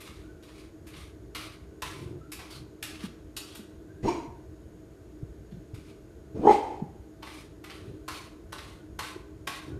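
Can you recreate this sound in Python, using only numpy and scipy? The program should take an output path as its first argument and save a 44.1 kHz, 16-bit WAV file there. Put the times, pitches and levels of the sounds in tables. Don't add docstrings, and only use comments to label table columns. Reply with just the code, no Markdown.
import sys
import numpy as np
from scipy import signal
from scipy.fft import rfft, irfft
from scipy.io import wavfile
from scipy.ndimage import uniform_filter1d

SR = 44100
rng = np.random.default_rng(int(sys.argv[2]) if len(sys.argv) > 2 else 0)


def file_out(sig):
    cols = np.atleast_2d(sig).T
    lim = np.clip(cols, -1, 1)
    pcm = np.round(lim * 32767).astype(np.int16)
    wavfile.write(sys.argv[1], SR, pcm)


def makeup_ratio(level_db):
    decades = np.asarray(level_db, float) / 20
    return 10 ** decades


N = 432083
HZ = np.fft.rfftfreq(4096, 1 / SR)


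def evened(x):
    return x / np.sqrt(np.mean(x ** 2) + 1e-20)


def read(points, hz):
    f, value = np.transpose(points)
    return np.interp(np.log(hz + 1), np.log(f + 1), value)


def add(mix, s, sound):
    part = mix[round(s * SR):][:len(sound)]
    part += sound[:len(part)]


def columns(rows):
    s, *values = np.transpose(rows)
    t = np.arange(s[0], s[-1], 1 / SR)
    return [s[0]] + [np.interp(t, s, v) for v in values]


def wander(length, hz):
    return evened(uniform_filter1d(rng.standard_normal(length), int(SR / hz)))


def resonate(x, hz, width):
    r = np.exp(-np.pi * width / SR)
    if np.ndim(hz) == 0:
        return 2 * signal.lfilter([1 - r], [1, -r * np.exp(2j * np.pi * hz / SR)], x).real
    turn = np.exp(2j * np.pi * np.cumsum(hz) / SR)
    return 2 * (turn * signal.lfilter([1 - r], [1, -r], x / turn + 1e-18)).real


def twice(x, hz, width):
    return evened(resonate(resonate(x, hz, width), hz, 1.39 * width))


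def colour(x, db):
    log_gain = np.log(makeup_ratio(np.maximum(np.r_[db, db[-2:0:-1]], -100)))
    taps = np.fft.ifft(np.exp(np.conj(signal.hilbert(log_gain)))).real[:2048]
    return signal.fftconvolve(x, taps / np.linalg.norm(taps))[:len(x)]


def tilt(low_db, high_db):
    return read([(1200, low_db), (1900, 0.0046), (4500, 0), (7500, high_db), (13000, high_db - 2.0),
                 (15000, high_db)], HZ)


def swell(start, top, end, rise_db, fall_db, bend):
    t = np.arange(start, end, 1 / SR)
    before = np.clip((top - t) / max(top - start, .08), 0, 1)
    after = np.clip((t - top) / (end - top), 0, 1)
    return rise_db * before + fall_db * after ** bend, (t - start) / (end - start)


def panel():
    return 1.5 * wander(len(HZ), hz=3000)


def hum():
    # f/Hz, density/dB
    room_air = [(12, -67.5), (20, -27.5), (60, 0.5), (266, -14.0), (305, -3.5), (447, -14.5), (485, -19.0),
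                (673, -22.5), (751, -29.0), (860, -29.5), (1750, -34.0), (2490, -39.5), (13500, -48),
                (13950, -47), (14080, -89)]
    # f/Hz, width/Hz, level/dB
    hum_bands = [(308.7, 5.3, -55.5), (400, 18.6, -62.5), (437.7, 37, -63), (649.4, 30, -68.5),
                 (1499, 100, -77), (6700, 390, -79.5)]
    hz = np.fft.rfftfreq(N, 1 / SR)
    spectrum = rfft(rng.standard_normal(N)) * makeup_ratio(read(room_air, hz))
    low = np.clip((240 - hz) / 60, 0, 1)
    rumble = irfft(spectrum * low, N) * makeup_ratio(1.8 * wander(N, hz=14))
    hiss = irfft(spectrum * (1 - low), N)
    white = rng.standard_normal(N)
    fridge = sum(makeup_ratio(db) * twice(white, f, width) for f, width, db in hum_bands)
    return makeup_ratio(-48.5) * evened(rumble + hiss) + fridge


def kitchen(x):
    # f/Hz, t60/s
    decay = [(100, 0.2), (400, 0.56), (900, 0.7), (2500, 0.51), (6000, 0.5), (14000, 0.24)]
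    out, at = np.zeros(N), np.arange(250, SR - 20, 20)
    turn = np.pi * np.arange(N) / SR / 1.43
    for k in range(3):
        taps = np.zeros(SR)
        taps[at + rng.integers(0, 20, len(at))] = rng.choice([-1., 1.], len(at))
        hz, t, z = signal.stft(taps, SR, nperseg=256)
        tail = signal.istft(z * makeup_ratio(-60 * t / read(decay, hz)[:, None]), SR, nperseg=256)[1]
        share = np.sqrt(2 / 3) * np.cos(turn + k * np.pi / 3)
        out += signal.fftconvolve(x * share, tail / np.linalg.norm(tail))[:N]
    return out


def thuds():
    # t/s, level/dB, pitch/Hz, t60/s
    footfalls = [(3.035, -36, 200, 0.14), (3.587, -40, 209, 0.083), (4.274, -38.5, 120, 0.095),
                 (5.225, -32, 113, 0.078), (5.519, -39.5, 151, 0.17), (5.568, -40, 158, 0.1),
                 (5.731, -36.5, 98, 0.09), (6.344, -35.5, 109, 0.14), (6.391, -30.5, 149, 0.082),
                 (6.816, -27.5, 170, 0.094), (9.159, -28.5, 300, 0.032), (9.467, -47, 174, 0.19)]
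    out, t = np.zeros(N), np.arange(9000) / SR
    onset = np.sin(np.pi / 2 * np.clip(t / 0.0095, 0, 1)) ** 2
    for s, db, hz, t60 in footfalls:
        puff = twice(resonate(rng.standard_normal(len(t)), hz, 300), hz, 170)
        falling_hz = hz * (.8 + 0.65 * np.exp(-t / .012))
        swing = np.sin(2 * np.pi * np.cumsum(falling_hz) / SR)
        add(out, s, makeup_ratio(db + 7.5 - 60 * t / max(t60, .03)) * (swing + 0.45 * puff) * onset)
    return out


def whine(s, length, db, hz, glide_hz):
    n = round(length * SR)
    pitch_hz = hz * (1 + 0.033 * wander(n, hz=16.2)) + glide_hz * np.linspace(-1, 1, n)
    broken_db = 3 * wander(n, hz=30)
    whistle = twice(rng.standard_normal(n), pitch_hz, 48)
    return s, makeup_ratio(db - 4 + broken_db) * whistle * signal.windows.tukey(n, .4)


def grumble(s, top, end, db, throat_db):
    chest_db = db + swell(s, top, end, rise_db=-12.5, fall_db=-13, bend=1.07)[0]
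    n = len(chest_db)
    pulse_hz = 60 * (1 + 0.21 * wander(n + 1, hz=56.6))
    drive = np.diff(np.floor(np.cumsum(pulse_hz) / SR)) + 0.034 * rng.standard_normal(n)
    chest = evened(resonate(resonate(drive, 105.5, 43), 96, 99))
    throat = evened(resonate(resonate(drive, 262, 70), 356, 53))
    return s, makeup_ratio(chest_db - 2.0) * (chest + makeup_ratio(throat_db) * throat) * signal.windows.tukey(n, .3)


def bark(rows, tract, bands, crest_s, throb_hz, depth, rough, leak):
    # f/Hz, density/dB
    breath_tone = [(650, -33.5), (1100, -12.5), (1610, -8), (2100, -9), (2500, -5.5), (2700, -10.5),
                   (3010, -10.5), (5140, -17), (6830, -23.5), (9070, -21), (10000, -31.5), (13300, -31),
                   (15000, -55.5)]
    s, chest_db, air_db, hz, opening = columns(rows)
    huff_hz, open_hz, lift_hz, drop_hz, open_db = tract
    n, shut = len(hz), np.clip(1 - opening, 0, 1)
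    mouth_hz = open_hz + lift_hz * shut
    mouth_db = open_db + (-30 - open_db) * shut ** 3.4
    huff_db = -19.5 + (0.1 + 19.5) * shut ** 2.8
    rough = np.clip(rough + leak * (chest_db.max() - chest_db), 0, 1)

    turns = np.cumsum(hz * (1 + .07 * wander(n, hz=104.8))) / SR
    throb = np.cos(2 * np.pi * throb_hz * (s + np.arange(n) / SR - crest_s))
    flutter = 1 + depth * (1 + rough.min() - rough) * throb
    folds = sum(np.cos(2 * np.pi * k * turns) for k in range(1, 4))
    puffs = (1.2 + np.exp(-(turns % 1) / 0.29)) * rng.standard_normal(n)

    chest = (1 - rough) * twice(folds, hz, 250)
    chest += rough * twice(resonate(puffs, hz, 370), 0.828 * hz, 212)
    overtone = resonate(evened(folds) + evened(puffs), 2 * hz, 290)
    chest += makeup_ratio(-15) * twice(overtone, 2 * hz, 196)
    mouth = (1 - rough) * twice(resonate(folds, mouth_hz, 400), mouth_hz, 150)
    hoarse = resonate(resonate(puffs, mouth_hz, 380), 0.84 * mouth_hz, 360)
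    mouth += rough * twice(hoarse, mouth_hz, 240)
    huff = twice(resonate(puffs, huff_hz, 360), huff_hz, 240)

    upper = np.zeros(n)
    for f, move, width, db in bands:
        gain = makeup_ratio(db + 3.3 * wander(n, hz=21.7))
        band_hz = f * (1 + .025 * wander(n, hz=13.6)) - move * drop_hz * shut
        upper += gain * twice(puffs, band_hz, width)
    breath = evened(colour(puffs, read(breath_tone, HZ))) * 0.75
    breath += 0.51 * (1.25 - rough) * upper
    voiced = (chest + makeup_ratio(mouth_db) * mouth) * flutter + makeup_ratio(huff_db) * huff
    voice = makeup_ratio(chest_db) * voiced + makeup_ratio(air_db) * breath
    return s, makeup_ratio(-1.0) * voice * signal.windows.tukey(n, .08)


def drags():
    # start/s, firmest/s, end/s, pressure/dB, squeak/Hz
    strokes = [(0.0, -0.028, 0.34, -48, 2220), (0.438, 0.587, 0.74, -52, 2250),
               (0.886, 1.008, 1.157, -49.5, 2100), (1.375, 1.392, 1.645, -43.5, 2400),
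               (1.849, 1.842, 2.163, -42.5, 2280), (2.348, 2.43, 2.67, -50.5, 2430),
               (2.5, 2.52, 2.663, -43, 4180), (2.858, 2.91, 3.09, -48, 2960),
               (2.987, 3.057, 3.08, -44.5, 1600), (3.404, 3.492, 3.71, -52, 3100),
               (3.55, 3.59, 3.5, -70, 3480), (5.755, 5.783, 6.16, -62.5, 2250),
               (5.822, 5.884, 5.98, -59, 2490), (7.24, 7.338, 7.53, -46.5, 2320),
               (7.654, 7.72, 8.05, -52.5, 1800), (8.108, 8.14, 8.38, -44.5, 2300),
               (8.545, 8.614, 8.88, -49, 1930), (9.019, 9.043, 9.22, -41.5, 2318),
               (9.499, 9.515, 9.76, -41.5, 2020)]
    # f/Hz, density/dB
    drag_tone = [(290, -43.5), (500, -12.0), (880, -15.5), (1140, -5), (1830, -16), (2280, -8), (4540, -7),
                 (7560, -5), (8930, 0), (13500, -9.5), (16000, -7.0)]
    out = np.zeros(N)
    for s, top, end, db, hz in strokes:
        shape_db, way = swell(s, top, end, rise_db=-8.5, fall_db=-28, bend=1.76)
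        pressure_db, n = db + shape_db, len(way)
        squeak_hz = hz * (1 - 0.046 * (way - .5) + 0.078 * wander(n, hz=25.3))
        claw_db = -8.5 - 7.5 * (hz - 2200) / 1000
        sizes = makeup_ratio(0.77 * np.minimum(rng.exponential(1, n), 4.5)) * rng.standard_normal(n)
        slips = sizes * (rng.random(n) < 3500 / SR)
        rub = 0.224 * evened(slips) + 0.79 * rng.standard_normal(n)
        dull = colour(rub, read(drag_tone, HZ) + tilt(0, -12.5) + panel())
        dull += 0.3 * twice(rub, squeak_hz, 340)
        claw_tilt = read([(4500, 12.5), (7000, -23.5), (13000, -28)], HZ)
        bright = colour(rub, read(drag_tone, HZ) + claw_tilt + panel())
        surge_db = 1.06 * wander(n, hz=66.0) + 1.5 * wander(n, hz=25.2)
        grip = makeup_ratio(pressure_db - 3 + surge_db) * np.clip(np.arange(n) / SR / 0.0067, 0, 1)
        add(out, s, grip * (dull + makeup_ratio(claw_db) * bright))
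    return out


def strikes():
    # t/s, blow/dB, door ring/dB, sharp edge/dB, claw colour/Hz
    slaps = [(0.008, -44, -8, -7, 2400), (0.427, -48.5, -21, -15, 3400), (0.8689, -44, -11, -11, 2240),
             (1.3504, -31.5, -8, -18.5, 2210), (1.8227, -31.5, -2.5, -16, 2300), (2.32, -34, -18, -9, 2340),
             (2.828, -29.5, -24, -14, 2250), (3.3674, -30, -29, -11.5, 4260), (5.5134, -55, -19, -24, 3000),
             (5.7427, -46.5, -9.5, -15, 2180), (7.2258, -39.5, -3, -25, 2390),
             (7.64, -41.5, -3, -16.5, 2290), (8.082, -33, -2, -17.5, 1500), (8.525, -36, -4.5, -17.5, 1530),
             (8.9911, -31, -2, -18, 1470), (9.4729, -29, -3.5, -18.5, 2230)]
    catches = [(0.0706, -44, -6, -18, 2250), (0.483, -51, 1, -24, 2340), (0.934, -45, -8, -35, 2320),
               (1.407, -44, -40, -19, 1980), (2.392, -41.5, -1.5, -20, 2240), (2.503, -47, -13, -8, 3580),
               (3.0016, -41.5, -15, -33, 4300), (3.031, -42.5, -26, -16, 1470),
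               (3.551, -39.5, -8, -10, 3420), (7.269, -42, 1, -27, 1930), (7.6996, -39.5, -5, -26, 2220),
               (8.1417, -39.5, -20, -24, 2270), (8.5835, -39, -16, -24, 1987), (9.06, -45, -8, -27, 2270)]
    # f/Hz, density/dB
    strike_tone = [(290, -20), (500, -8), (821, -9), (1190, -2.0), (1830, -8.5), (2760, -4.5), (4420, -7.5),
                   (6870, -9.0), (13500, -6.5), (16000, -31.5)]
    # f/Hz, width/Hz, level/dB
    door_modes = [(624, 15, -28), (1033, 110, 13), (1115, 29, 5), (1470, 290, 12), (1680, 37, -3.5),
                  (1930, 47, 8), (2570, 45, -41), (2760, 37, -53)]
    out, t = np.zeros(N), np.arange(4000) / SR
    for s, blow_db, ring_db, edge_db, claw_hz in slaps + catches:
        rise = np.clip(t / (.005 + .0005 * max(-33 - blow_db, 0)), 0, 1)
        grit = rng.standard_normal(len(t)) * makeup_ratio(3 * wander(len(t), hz=400))
        shape = rise * (makeup_ratio(-60 * t / .06) + makeup_ratio(-13 - 60 * t / .17))
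        rattle = evened(grit * shape) * np.sqrt(np.mean(shape ** 2))
        skin = sum(makeup_ratio(db) * resonate(rattle, hz, width) * np.sqrt(SR / width)
                   for hz, width, db in door_modes)
        lean = tilt(max(ring_db + 6.5, -6), edge_db + 11)
        tick = colour(rattle, read(strike_tone, HZ) + lean + panel())
        claw = 1.2 * resonate(resonate(rattle, claw_hz, 1130), claw_hz, 1500)
        add(out, s - .003, makeup_ratio(blow_db - 1.5) * (tick + claw + makeup_ratio(ring_db - 25) * skin))
    return out


def scene():
    # t/s, fold effort/dB, airflow/dB, pitch/Hz, mouth opening/0-1
    bark_curves = [
        [(4.022, -38, -54, 375, 0.01), (4.053, -27, -48, 376, 0.04), (4.07, -18.5, -46.5, 359.3, .25),
         (4.088, -21, -40, 335.7, 0.88), (4.11, -29.5, -45, 337.5, 0.88), (4.17, -34, -50, 325.7, 0.62),
         (4.29, -50, -65.5, 325, 0.44)],
        [(6.335, -56, -76.5, 322.7, 0.1), (6.36, -39, -59.5, 337.9, .05), (6.415, -38.5, -57.5, 355.7, 0.07),
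         (6.457, -16.5, -50.5, 382.1, 0.34), (6.474, -12, -46, 391.5, 0.57), (6.515, -13.5, -38, 417, 0.81),
         (6.53, -29, -35.5, 403, 0.88), (6.61, -40.5, -49.5, 417, 0.93), (6.82, -49, -64, 400, 0.83)],
    ]
    # huff/Hz, mouth/Hz, mouth lift when shut/Hz, upper throat drop when shut/Hz,
    # open mouth re chest/dB
    tracts = [(155, 887, 195, 430, -6), (260, 818, -29, 920, -2.5)]
    # f/Hz, share of throat move/0-1, width/Hz, level/dB
    upper_bands = [
        [(2450, 1.0, 170, -0.5), (2790, .3, 82, -14), (4060, .2, 240, -7), (4670, .1, 150, -11),
         (5720, 0.1, 240, -5.5), (6740, 0.1, 210, -5)],
        [(2250, 1.0, 320, 5.5), (2525, 0.6, 130, -11), (3020, 0.07, 120, -2), (4100, 0.3, 95, -9),
         (5460, 0.4, 300, -8.5), (6580, .3, 150, -2.5)],
    ]
    # crest/s, throb/Hz, depth/0-1, roughness at full effort/0-1, leak/(1/dB slack)
    flutters = [(4.088, 30, .45, .25, .012), (6.4935, 52, .6, .38, .04)]
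    # start/s, loudest/s, end/s, chest/dB, throat re chest/dB
    grumbles = [(1.88, 2.08, 2.23, -38, -2.5), (2.502, 2.62, 2.66, -41.5, -14), (3.876, 3.94, 3.7, -57, 7),
                (7.803, 7.9, 8.0, -42, 1), (9.628, 9.714, 9.95, -39.5, 0)]
    # start/s, length/s, level/dB, pitch/Hz, glide/Hz
    whines = [(0.2, 0.27, -65, 1473, 24), (1.7, .1, -71, 1490, -12), (2.192, 0.086, -59.5, 1368, 28),
              (3.87, 0.17, -63.5, 1560, -20), (8.74, .11, -64, 1380, -36), (9.686, 0.15, -60.5, 1495, 64)]
    voice = np.zeros(N)
    for rows, tract, bands, flutter in zip(bark_curves, tracts, upper_bands, flutters):
        add(voice, *bark(rows, tract, bands, *flutter))
    for row in grumbles:
        add(voice, *grumble(*row))
    for row in whines:
        add(voice, *whine(*row))
    hits, rubs, feet = strikes(), drags(), thuds()
    near = makeup_ratio(-10.5) * voice + makeup_ratio(-11) * feet
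    wet = kitchen(near + makeup_ratio(-2.5) * hits + makeup_ratio(-13.5) * rubs)
    return (voice + hits + rubs + feet + wet + hum())[None]


def top_cut(x):
    return signal.sosfilt(signal.butter(12, 16490, fs=SR, output="sos"), x)


def record(dry):
    hz = np.fft.rfftfreq(N, 1 / SR)
    step = makeup_ratio(read([(13850, 0), (14050, -15), (15700, -17), (15900, -40)], hz))
    return top_cut(irfft(rfft(dry) * step, N))


dry = scene()
out = record(dry)
file_out(out)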